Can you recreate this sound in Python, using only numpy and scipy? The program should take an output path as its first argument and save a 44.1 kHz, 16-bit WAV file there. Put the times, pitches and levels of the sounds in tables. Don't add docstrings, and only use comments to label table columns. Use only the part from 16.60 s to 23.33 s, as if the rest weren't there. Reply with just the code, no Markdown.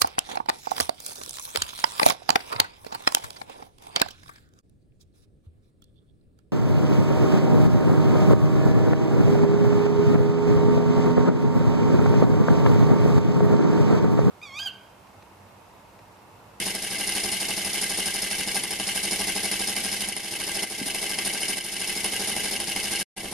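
import sys
import numpy as np
from scipy import signal
from scipy.fft import rfft, irfft, next_fast_len
from scipy.io import wavfile
from scipy.ndimage import uniform_filter1d

SR = 44100
rng = np.random.default_rng(int(sys.argv[2]) if len(sys.argv) > 2 else 0)


def digitize_waveform(pressure):
    field = np.atleast_2d(pressure).T
    bounded = np.clip(field, -1, 1)
    quanta = np.round(bounded * 32767).astype(np.int16)
    wavfile.write(sys.argv[1], SR, quanta)


def makeup_ratio(level_db):
    decades = np.asarray(level_db, float) / 20
    return 10 ** decades


N = 296786

# time_s, done_turns
TURNED = [(-0.024, 0), (1.053, 13), (1.949, 24), (3.32, 41), (3.637, 45), (4.104, 51), (4.575, 57),
          (5.197, 65), (5.758, 72), (6.392, 80), (6.556, 82), (6.717, 84)]
# time_s, out_stroke_db, return_stroke_db, bench_db
EFFORT = [(0, 4, 2.5, 5), (0.3, -0.5, 1.5, -1), (0.6, 1, 2.5, 1.5), (1.3, 1.5, 1, 0), (2.2, 1.5, -1, -0.5),
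          (2.7, 3, -0.5, 4), (3.4, 2, 0, 0), (3.7, -2, 0, -2), (4.0, 2, 1, 1.5), (4.7, -2, 2.5, -2),
          (5.3, 1, 2.5, -1), (5.75, 1.5, 2.5, 3.5), (6.0, 1, 3.5, -0.5), (6.4, 1.5, 2, 1)]
# time_s, out_stroke_db, return_stroke_db
ODD_STROKES = [(.143, -2.5, -0.5), (.309, -0.5, 3), (.554, 3, -0.5), (.721, 0.5, -1.5), (.885, -1, -1),
               (1.134, -0.5, 1), (1.216, 2, -3), (1.459, 0.5, 1.2), (1.624, -1, -0.5), (1.949, 3, -2.2),
               (2.272, 1, 0.5), (2.434, -0.5, 2.5), (2.515, 1, 1), (2.595, -0.5, 2.5), (2.835, .1, 0.5),
               (2.916, 0, .1), (3.399, -1, 2.5), (3.637, -2.5, 0.5), (3.792, -1, 2), (4.026, -0.5, 1),
               (4.182, -2.5, 1.5), (4.652, 4, 0.5), (4.808, -0.5, -3.5), (4.885, 2.3, -0.5), (5.436, 3, -4),
               (5.676, 0, 0), (5.995, -0.4, -7), (6.074, -1.5, 0.5), (6.233, 0, -2.5), (6.314, -0.5, 0.5)]
# start_s, peak_db, pin_share_db
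KNOCKS = [(0.1496, -9.5, -6), (0.3112, -15, -13.5), (0.409, -19, 1.5), (0.7233, -10, -12),
          (1.047, -8, -12.5), (1.4576, -9, -8), (1.7105, -10.5, -17), (1.8736, -14.5, -10),
          (2.0358, -7, -10.5), (2.1071, -9.5, -10.5), (2.1984, -6.5, -19), (2.9138, -5, -9),
          (3.0744, -16, -7.5), (3.1642, -5.5, -14.5), (3.4062, -13, -8), (3.4176, -8, -14.5),
          (3.4855, -15, -3), (3.5648, -5, -10), (3.8003, -10.5, -16), (4.0292, -6.5, -10.5),
          (4.346, -6, -12), (4.5865, -2.5, -14.5), (4.8304, -7.5, -9), (4.9701, -12, -8),
          (5.2145, -11.5, -19), (5.443, -4.5, -13), (5.5218, -10.5, -15), (5.7633, -8.5, -11),
          (6.0008, -7.5, -10), (6.1614, -5, -13.5)]
# turn-to-turn scatter_db, slack-turn change_db, change_db from further away
SCATTER_DB = [1.75, 1.4, 0.7, 1.03, 0.68]
SLACK_DB = [-1.5, -0.5, -1, 0, .1]
FAR_DB = [-12, -9, -22, -6.5, -10.5]
# angle_turns, lasts_ms, timing_scatter_ms, bounce_spread_db
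BLOWS = [
    (-.05, 10, 1.2, 2),
    (.085, 3, .5, 2),
    (.205, 2.5, .5, 2),
    (.28, 2.5, .4, 2),
    (.465, 4, .5, 2),
    (.56, 4, .8, 2),
    (.63, 6, .8, 2),
    (.765, 3, .6, 2),
]

# reach_db of each blow in BLOWS, then modes as mode_hz, t60_s, level_db
BENCH = [3.5, 3.5, -0.5, -4, 1, -10, -7.5, -3], [(248, 0.053, -10), (345, 0.11, -1.5), (424, 0.047, 2.5),
         (490, 0.024, -7.5)]
PLATE = [-11, -2.5, -6.5, -6.5, -16, -11, -16.5, -12.5], [(796.4, 0.027, 4.5), (766, 0.081, -26),
         (840, 0.098, -23.5), (950, 0.042, -6), (1176.5, 0.1, -7.5)]
FOOT = [1.5, 4, -22, -37.5, -26, -21.5, -7.5, -8], [(659, 0.054, -1), (561, 0.18, -10)]
ROD = [-7, -7, -4.5, 2.5, 0, -13.5, -38, -16], [(1579, 0.19, -4), (1610, 0.062, 10.5), (1670, 0.03, -23)]
FRAME = [-15, -2.5, -1, -7, -3, 1, -6.5, -4], [(1962, 0.042, -6.5), (2050, 0.081, 3.5), (2147, 0.035, 4),
         (2280, 0.052, 0)]
BRACKET = [-28, -11, -1, 3.5, 3, 1.5, 0, -11.5], [(2619, 0.058, 1), (2760, 0.05, -6.5), (2839, 0.057, 3),
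           (2996, 0.0049, 4.5), (3046, 0.054, 2), (3310, 0.037, -6)]
CROSSHEAD = [5.5, 2.5, 3.5, -4, -9, 2, -5.5, -31], [(3694, 0.085, -5.5), (4246, 0.086, -5.5),
             (4480, 0.018, -1.5), (5144, 0.037, 4), (4990, 0.0023, 4.5), (5360, 0.0028, 6),
             (6225, 0.082, -5), (6974, 0.004, 3)]
CRANK_PIN = [3, 1, 0, 2, -5.5, -1, -10, -7.5], [(8420, 0.023, -7.5), (9290, 0.0079, -1.5),
             (9626, 0.0093, 2), (9910, 0.0088, 1.5), (10270, 0.019, -0.5), (11680, .01, -6.5)]
# part, level_db (rms), knock_db
PARTS = [
    (BENCH, -43.5, -16.5),
    (FOOT, -48, -17.5),
    (PLATE, -44, -18.5),
    (ROD, -46, -18),
    (FRAME, -39.5, -5.5),
    (BRACKET, -37.5, -4.5),
    (CROSSHEAD, -36.5, -5),
    (CRANK_PIN, -34.5, -5.5),
]
DRIVEN_BY = [4, 4, 4, 2, 2, 2, 3, 1]
# frequency_hz, level_db
WIDTH = [(60, -4.5), (110, -13), (200, -42), (360, -39), (640, -7), (1160, 1), (2100, -7.5), (3800, 1.5),
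         (6880, 1.5), (12400, 2.5)]

# angle_turns, level_db
VALVE = [(-.2, -4), (-.1, -4.5), (-.03, -1.5), (.1, 0), (.3, -.5), (.39, -3), (.5, -2), (.66, -2), (.8, -4)]
# frequency_hz, density_db (per Hz)
AIR_SPECTRUM = [(590, -59), (1000, -16.5), (1330, -15), (2100, -1.5), (2430, -2), (2940, -4), (3910, -6),
                (5090, -6.5), (7450, -9), (9910, -6), (12000, -7), (12500, -11.5), (16200, -54),
                (22000, -120)]
# angle_turns, level_db
ROCK = [(-.2, -14), (-.07, -9), (0, -4), (.11, 0), (.24, -1.5), (.46, -2), (.56, -7), (.63, -16), (.8, -14)]
# time_s, level_db
ROCK_LEVEL = [(0.0, -47), (0.36, -47), (0.49, -46), (2.13, -47.5), (2.64, -44.5), (3.47, -45), (3.6, -49),
              (4.27, -46.5), (4.35, -53.5), (4.67, -43), (4.8, -47.5), (6.43, -46.5), (6.52, -52),
              (6.73, -46)]
# start_s, peak_db, pitch_hz, t60_s
THUDS = [
    (4.214, -16, 252, .04),
    (4.228, -26.5, 210, .06),
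    (4.263, -21, 250, .03),
    (5.446, -31, 490, .03),
    (5.449, -32, 1100, .03),
    (5.72, -29, 200, .05),
    (5.766, -28, 230, 0.046),
]
# frequency_hz, density_db
DRONE_SPECTRUM = [(110, -5), (170, -3), (350, -1), (550, -6), (800, -3.5), (1100, -15), (1500, -38.5)]
# frequency_hz, density_db
SHOP_SPECTRUM = [(15, -40), (33, -17), (42, 0), (90, -1), (150, -2), (220, -20)]

# centre_hz, width_hz, share (0 to 1)
BODY_DIPS = [(2455, 150, .75), (7450, 500, .35)]
# start_s, depth_db
DUCKS = [(.158, -4), (2.04, -3), (3.491, -5), (3.575, -1), (4.04, -8.5), (4.987, -8), (5.455, 0),
         (6.009, -0.5), (6.576, 0.5)]
# time_s, gain_db
CUT = [
    (6.43, 0),
    (6.43, -20.5),
    (6.445, -44),
    (6.454, -83),
    (6.457, -140),
    (6.559, -140),
    (6.56, -36),
    (6.566, -6.5),
    (6.576, 2.5),
]

BOUNCES = 4
START, BENCH_DB, RETURN_DB, SLACK = 0, 4, 5, 6


def level(x, db):
    return x * makeup_ratio(db) / np.sqrt(np.mean(x ** 2))


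def over_time(table):
    return np.interp(np.arange(N) / SR, *np.transpose(table))


def on_log_hz(hz, table):
    table_hz, db = np.transpose(table)
    return np.interp(np.log(hz + 1), np.log(table_hz + 1), db)


def coloured(table, channels):
    size = next_fast_len(N)
    hz = np.arange(size // 2 + 1) * SR / size
    return irfft(rfft(rng.standard_normal((channels, size))) * makeup_ratio(on_log_hz(hz, table)), size)[:, :N]


def ring(x, hz, t60):
    pole = np.exp(2j * np.pi * hz / SR - np.log(1000) / (t60 * SR))
    return signal.lfilter([1], [1, -pole], x)


def widen(mid, side):
    return np.array([mid + side, mid - side])


def crank(turns):
    start = turns[:, START]
    ends = np.append(start, start[-1] + .08)
    turned = np.interp(np.arange(N) / SR, ends, np.arange(len(start) + 1)) + .2
    return turned % 1 - .2, np.minimum(turned.astype(int), len(start) - 1)


def strokes():
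    slack_after_s, far_from_s = .004, 6.5
    mild_lead_s, mild_db, mild_pin_db, mild_spread_db = .003, -23, -13, 3
    when, done = np.transpose(TURNED)
    start = np.interp(np.arange(done[-1] + 1), done, when)

    def nearest(s):
        return np.abs(s[:, None] - start).argmin(axis=1)

    chance = rng.standard_normal((len(start), 8))
    effort, odd, hard = np.array(EFFORT), np.array(ODD_STROKES), np.array(KNOCKS)
    push = np.array([np.interp(start, effort[:, 0], column) for column in effort.T[1:]]).T
    push[nearest(odd[:, 0])] += odd[:, [1, 2, 1]]
    far = start[:, None] > far_from_s
    db = push[:, [0, 0, 0, 2, 1]] + SCATTER_DB * chance[:, :5] + far * np.array(FAR_DB)
    turn = nearest(hard[:, 0])
    late = hard[:, 0] - start[turn]
    slack_turns = turn[(late > slack_after_s) & (late < 3 * slack_after_s)]
    slack = np.isin(np.arange(len(start)), slack_turns)
    db[slack] += SLACK_DB
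    mild = np.c_[start - mild_lead_s + .002 * chance[:, 5],
                 mild_db + mild_spread_db * chance[:, 6] + far[:, 0] * FAR_DB[2],
                 mild_pin_db + mild_spread_db * chance[:, 7]]
    return np.c_[start, db, slack], np.r_[hard, np.delete(mild, turn, axis=0)]


def bounces(turns):
    slack_first_db = -7
    start = turns[:, START]
    length = np.clip(np.gradient(start), .07, .09)
    angle, lasts, scatter, spread_db = (c[None, :, None] for c in np.transpose(BLOWS))
    shape = (len(start), len(BLOWS), BOUNCES)
    per_blow = shape[:2] + (1,)
    later = np.arange(BOUNCES) * (.6 + .6 * rng.random(shape)) / BOUNCES
    s = start[:, None, None] + angle * length[:, None, None]
    s = s + (scatter * rng.standard_normal(per_blow) + lasts * later) / 1000
    db = spread_db * rng.standard_normal(shape) + rng.standard_normal(per_blow) - 3.2 * later
    db[:, :, 0] *= .4
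    db[:, 0] += slack_first_db * turns[:, SLACK:]
    return np.round(s * SR).astype(int), db


def part(reach_db, modes, column, knock_db, at, size_db, turns, knocks):
    contact_s, contact_cycles = 0.0047, 4.1
    returning = np.array(BLOWS)[:, 0] > .4
    stroke_db = np.where(returning, turns[:, RETURN_DB:RETURN_DB + 1], turns[:, column:column + 1])
    size_db = size_db + (stroke_db + np.array(reach_db))[:, :, None]
    pin_db = knocks[:, 2] - knocks[:, 2].mean()
    hard_db = knocks[:, 1] + 16 + knock_db + (pin_db if column == 1 else -.4 * pin_db)
    first = np.append(np.arange(at.size) % BOUNCES == 0, np.ones(len(knocks), bool))
    at = np.append(at, np.round(knocks[:, 0] * SR).astype(int))
    size = makeup_ratio(np.append(size_db, hard_db + 6.5))
    inside, out = (at >= 0) & (at < N), 0
    for k, (hz, t60, db) in enumerate(modes):
        loose = np.clip((hz - 1400) / 700, .12, 1)
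        flipped = rng.random(at.shape) < loose ** 2 / 2
        spot = np.where(flipped, -1, 1) * np.where(first, 1, loose)
        spot = spot * makeup_ratio(2 * loose * rng.standard_normal(at.shape))
        hits = np.bincount(at[inside], (size * spot)[inside], N)
        push = ring(hits, hz, max(contact_s, contact_cycles / hz))
        z = ring(push, hz, t60) / np.sqrt(t60)
        side = (-1) ** k * 0.38 * makeup_ratio(on_log_hz(hz, WIDTH)) * z.real
        out = out + makeup_ratio(db) * widen(z.imag, side)
    return out


def air(turns):
    hush_db, slack_ends_turns = -2, 0.089
    drive_db = turns[:, [1, 2, 3, RETURN_DB]].mean(axis=1)
    push_db = np.interp(np.arange(N) / SR, turns[:, START] + 0.013, drive_db)
    steps = np.repeat(rng.standard_normal(N // 90 + 1), 90)
    flutter_db = uniform_filter1d(steps, size=90)[:N]
    angle, turn = crank(turns)
    held_db = uniform_filter1d(hush_db * turns[turn, SLACK] * (angle < slack_ends_turns), size=130)
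    valve_db = np.interp(angle, *np.transpose(VALVE))
    gain = makeup_ratio(valve_db + held_db + 0.74 * push_db + flutter_db)
    side_spectrum = [(hz, db + on_log_hz(hz, WIDTH) - 2.5) for hz, db in AIR_SPECTRUM]
    mid = coloured(AIR_SPECTRUM, channels=1)[0]
    side = coloured(side_spectrum, channels=1)[0]
    return level(gain * widen(mid, side), -31)


def rocking(turns):
    first_hz, second_hz, second_lag_turns = 199, 345.3, .18
    angle, turn = crank(turns)
    t = np.arange(N) / SR
    start, push_db = turns[turn][:, [START, BENCH_DB]].T
    detune = 1 + 0.015 * rng.standard_normal(len(turns))[turn]

    def swing(hz, lag):
        swell_db = np.interp((angle - lag + .2) % 1 - .2, *np.transpose(ROCK))
        return np.sin(2 * np.pi * hz * detune * (t - start)) * makeup_ratio(swell_db)

    first = level(swing(first_hz, 0) * makeup_ratio(.3 * push_db), 0)
    second = level(swing(second_hz, second_lag_turns) * makeup_ratio(.6 * push_db), -53)
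    return first * makeup_ratio(over_time(ROCK_LEVEL)) + second


def thuds():
    out = np.zeros(N)
    for s, db, hz, t60 in THUDS:
        blow = 1. * (np.arange(N) == int(s * SR))
        out -= makeup_ratio(db) * ring(blow, hz, t60).imag
    return out


def bench_drone(turns):
    mid, side = coloured(DRONE_SPECTRUM, channels=2)
    load_db = over_time(turns[:, [START, BENCH_DB]])
    load_db = load_db + 3 * np.interp(crank(turns)[0], *np.transpose(VALVE))
    return level(makeup_ratio(load_db / 2) * widen(mid, 0.28 * side), -43)


def room(x, t60, wet_db):
    t = np.arange(int(.4 * SR)) / SR
    tail = rng.standard_normal((2, len(t))) * 1000 ** (-t / t60) * (t > .002)
    tail = signal.lfilter([1], [1, -.3], tail)
    tail = tail / np.sqrt(np.sum(tail[0] ** 2))
    return makeup_ratio(wet_db) * signal.fftconvolve(x, tail, axes=1)[:, :N]


def workshop():
    mid, side = coloured(SHOP_SPECTRUM, channels=2)
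    return level(widen(mid, .36 * side), -52)


def ducking():
    drop_s, recover_s = 0.015, 0.17
    start, depth_db = np.transpose(DUCKS)[:, :, None]
    since = np.clip(np.arange(N) / SR - start, 0, None)
    return np.sum(depth_db * np.minimum(since / drop_s, 1) * np.exp(-since / recover_s), axis=0)


def scene():
    turns, knocks = strokes()
    at, size_db = bounces(turns)
    engine = thuds()
    for (body, db, knock_db), column in zip(PARTS, DRIVEN_BY):
        engine = engine + level(part(*body, column, knock_db, at, size_db, turns, knocks), db)
    near = engine + room(engine, t60=0.12, wet_db=-11) + air(turns)
    near = signal.sosfilt(signal.butter(N=3, Wn=140, btype="high", fs=SR, output="sos"), near)
    return near + rocking(turns) + bench_drone(turns) + workshop()


def top_cut(x):
    return signal.sosfilt(signal.butter(12, 13040, fs=SR, output="sos"), x)


def record(dry):
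    for hz, width, share in BODY_DIPS:
        dry = dry - share * signal.lfilter(*signal.iirpeak(hz, hz / width, SR), dry)
    x = np.tanh(4 * dry) / 4
    x = signal.sosfilt(signal.cheby1(N=14, rp=.3, Wn=11880, fs=SR, output="sos"), x)
    x = x * makeup_ratio(over_time(CUT) + ducking())
    return top_cut(x)


dry = scene()
out = record(dry)
digitize_waveform(out)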